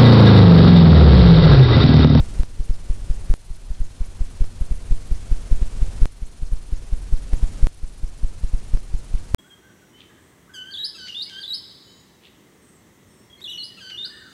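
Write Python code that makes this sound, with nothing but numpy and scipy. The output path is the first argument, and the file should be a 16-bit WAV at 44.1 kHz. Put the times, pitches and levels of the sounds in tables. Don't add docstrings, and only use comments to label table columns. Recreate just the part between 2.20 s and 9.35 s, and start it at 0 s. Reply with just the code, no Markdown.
import sys
import numpy as np
from scipy import signal
from scipy.fft import rfft, irfft
from scipy.io import wavfile
from scipy.ndimage import uniform_filter1d

SR = 44100
rng = np.random.default_rng(int(sys.argv[2]) if len(sys.argv) > 2 else 0)


def wav_out(sig):
    wavfile.write(sys.argv[1], SR, np.round(np.clip(np.atleast_2d(sig).T, -1, 1) * 32767).astype(np.int16))


N = 315182
T = np.arange(N) / SR

# length/s, level/dB before filters and swell
PULSE_CYCLE = [(.0131, 4.5), (0.00958, 2.5), (0.0103, 2.5)]
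# t/s, level/dB jumped to
GAIN_SNAPS = [(0.2336, -8), (1.1394, -17), (2.2424, -6.5), (3.8562, -15), (5.1335, -1.5), (5.4699, -15),
              (6.5729, -7.5)]
# f/Hz, relative level/dB
RUMBLE_SPECTRUM = [(8, -1.5), (20, 3), (42, 2), (62, -14), (87, -7.5), (115, -16.5), (220, -24), (450, -31),
                   (900, -38), (1800, -42.5), (4000, -45.5), (9500, -45.5), (12500, -60)]
# f/Hz, relative level/dB
HISS_SPECTRUM = [(200, 9), (1500, 0), (4000, -2), (9600, -3.5), (11000, -10), (12500, -7), (13500, -34)]
# f/Hz, rms level/dB before gate and low-pass
WHINE_TONES = [(4200, -68), (5781, -76), (6200, -72), (7400, -82), (9600, -66), (12450, -73)]


def thumps(rise_s=.0012, round_hz=22, sag_hz=6, drift_hz=1):
    pulses = np.zeros(N)
    for start_s, length_s, db in pulse_plan():
        on = slice(max(int(start_s * SR), 0), int((start_s + length_s) * SR))
        pulses[on] -= undb(db) * np.clip((T[on] - start_s) / rise_s, 0, 1)
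    rounded = pole(pulses, round_hz, "low")
    return pole(pole(rounded, sag_hz, "high"), drift_hz, "high")


def pulse_plan(clock_hz=9.9324, first_beat_s=-.0023, spacing_beats=1.808, early_beats=.45):
    plan = []
    for turn in range(int(N / SR * clock_hz / spacing_beats) + 1):
        beat = np.ceil(turn * spacing_beats - early_beats)
        length_s, db = PULSE_CYCLE[turn % len(PULSE_CYCLE)]
        plan.append((first_beat_s + beat / clock_hz - length_s / 2, length_s, db))
    return plan


def scuffs(delay_s=.008, sigma_s=.022, gain_db=-47):
    envelope = sum(bell(start_s + delay_s, sigma_s) for start_s, _, _ in pulse_plan())
    return undb(gain_db) * envelope * noise([(150, -24), (400, 10), (900, 0), (2500, -5), (8000, -14)])


def chirps(delay_s=.037, sigma_s=.011, centre_hz=6400, slide_hz=1700, rasp_hz=450, gain_db=-55):
    slide = noise([(20, 0), (40, 0), (80, -40)])
    rasp = noise([(500, 0), (2000, -30)])
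    pitch_hz = centre_hz + slide_hz * slide + rasp_hz * rasp
    envelope = sum(bell(start_s + length_s / 2 + delay_s, sigma_s) for start_s, length_s, _ in pulse_plan())
    return undb(gain_db) * envelope * np.sqrt(2) * np.sin(2 * np.pi * np.cumsum(pitch_hz) / SR)


def swell(start_s=.019, start_db=-.5, ceiling_db=4, recover_s=2.99):
    gain, ceiling = np.ones(N), undb(ceiling_db)
    for snap_s, db in [(start_s, start_db)] + GAIN_SNAPS:
        after = T >= snap_s
        gain[after] = ceiling + (undb(db) - ceiling) * np.exp((snap_s - T[after]) / recover_s)
    return gain


def rumble(gate, gain_db=-27):
    return undb(gain_db) * flutter(noise(RUMBLE_SPECTRUM), gate, depth_db=2.45, above_hz=560)


def hiss(gate, gain_db=-55.5):
    return undb(gain_db) * flutter(noise(HISS_SPECTRUM), gate, depth_db=2.5, above_hz=5300)


def whine(gate, leak=.14, fizz_hz=9650, skirt_hz=500, fizz_db=-66):
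    tones = sum(np.sqrt(2) * undb(db) * np.sin(2 * np.pi * (hz * T + rng.random()))
                for hz, db in WHINE_TONES)
    fizz = noise([(fizz_hz - skirt_hz, -50), (fizz_hz, 0), (fizz_hz + skirt_hz, -50)])
    return (leak + (1 - leak) * gate) * tones + gate * undb(fizz_db) * fizz


def ticks(gate, rate_per_s=9, sigma_s=.005, scatter_db=3, gain_db=-61):
    draws = rng.random((int(rate_per_s * N / SR), 2))
    envelope = sum(undb(scatter_db * (2 * size + .5)) * bell(when * N / SR, sigma_s)
                   for when, size in draws)
    return undb(gain_db) * gate * envelope * noise([(6000, -30), (9000, 4), (11000, 9), (12500, -11)])


def chopper(rate_hz=19.87, centre_s=-.0005, duty=.54):
    phase = ((T - centre_s) * rate_hz + .5) % 1 - .5
    return uniform_filter1d(1. * (np.abs(phase) < duty / 2), size=90)


def flutter(x, gate, depth_db, above_hz):
    return x + (undb(depth_db) - 1) * gate * pole(x, above_hz, "high")


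def noise(spectrum):
    hz, db = np.transpose(spectrum)
    bins_hz = np.maximum(np.arange(N // 2 + 1) * SR / N, 1)
    shape = undb(np.interp(np.log(bins_hz), np.log(hz), db))
    x = irfft(rfft(rng.standard_normal(N)) * shape, N)
    return x / np.std(x)


def bell(centre_s, sigma_s):
    return np.exp(-.5 * np.minimum(((T - centre_s) / sigma_s) ** 2, 60))


def pole(x, corner_hz, kind):
    return signal.lfilter(*signal.butter(1, corner_hz, kind, fs=SR), x)


def undb(db):
    return 10 ** (np.asarray(db) / 20)


def scene():
    gate = chopper()
    low_noise, high_noise = rumble(gate), hiss(gate)
    swelling = swell() * (thumps() + scuffs() + low_noise)
    return (swelling + high_noise + whine(gate) + chirps() + ticks(gate))[None]


def record(dry, soften_hz=11000, cutoff_hz=13400):
    soft = signal.sosfilt(signal.butter(4, soften_hz, fs=SR, output="sos"), dry)
    return signal.sosfilt(signal.ellip(8, .2, 70, cutoff_hz, fs=SR, output="sos"), soft)


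dry = scene()
out = record(dry)
wav_out(out)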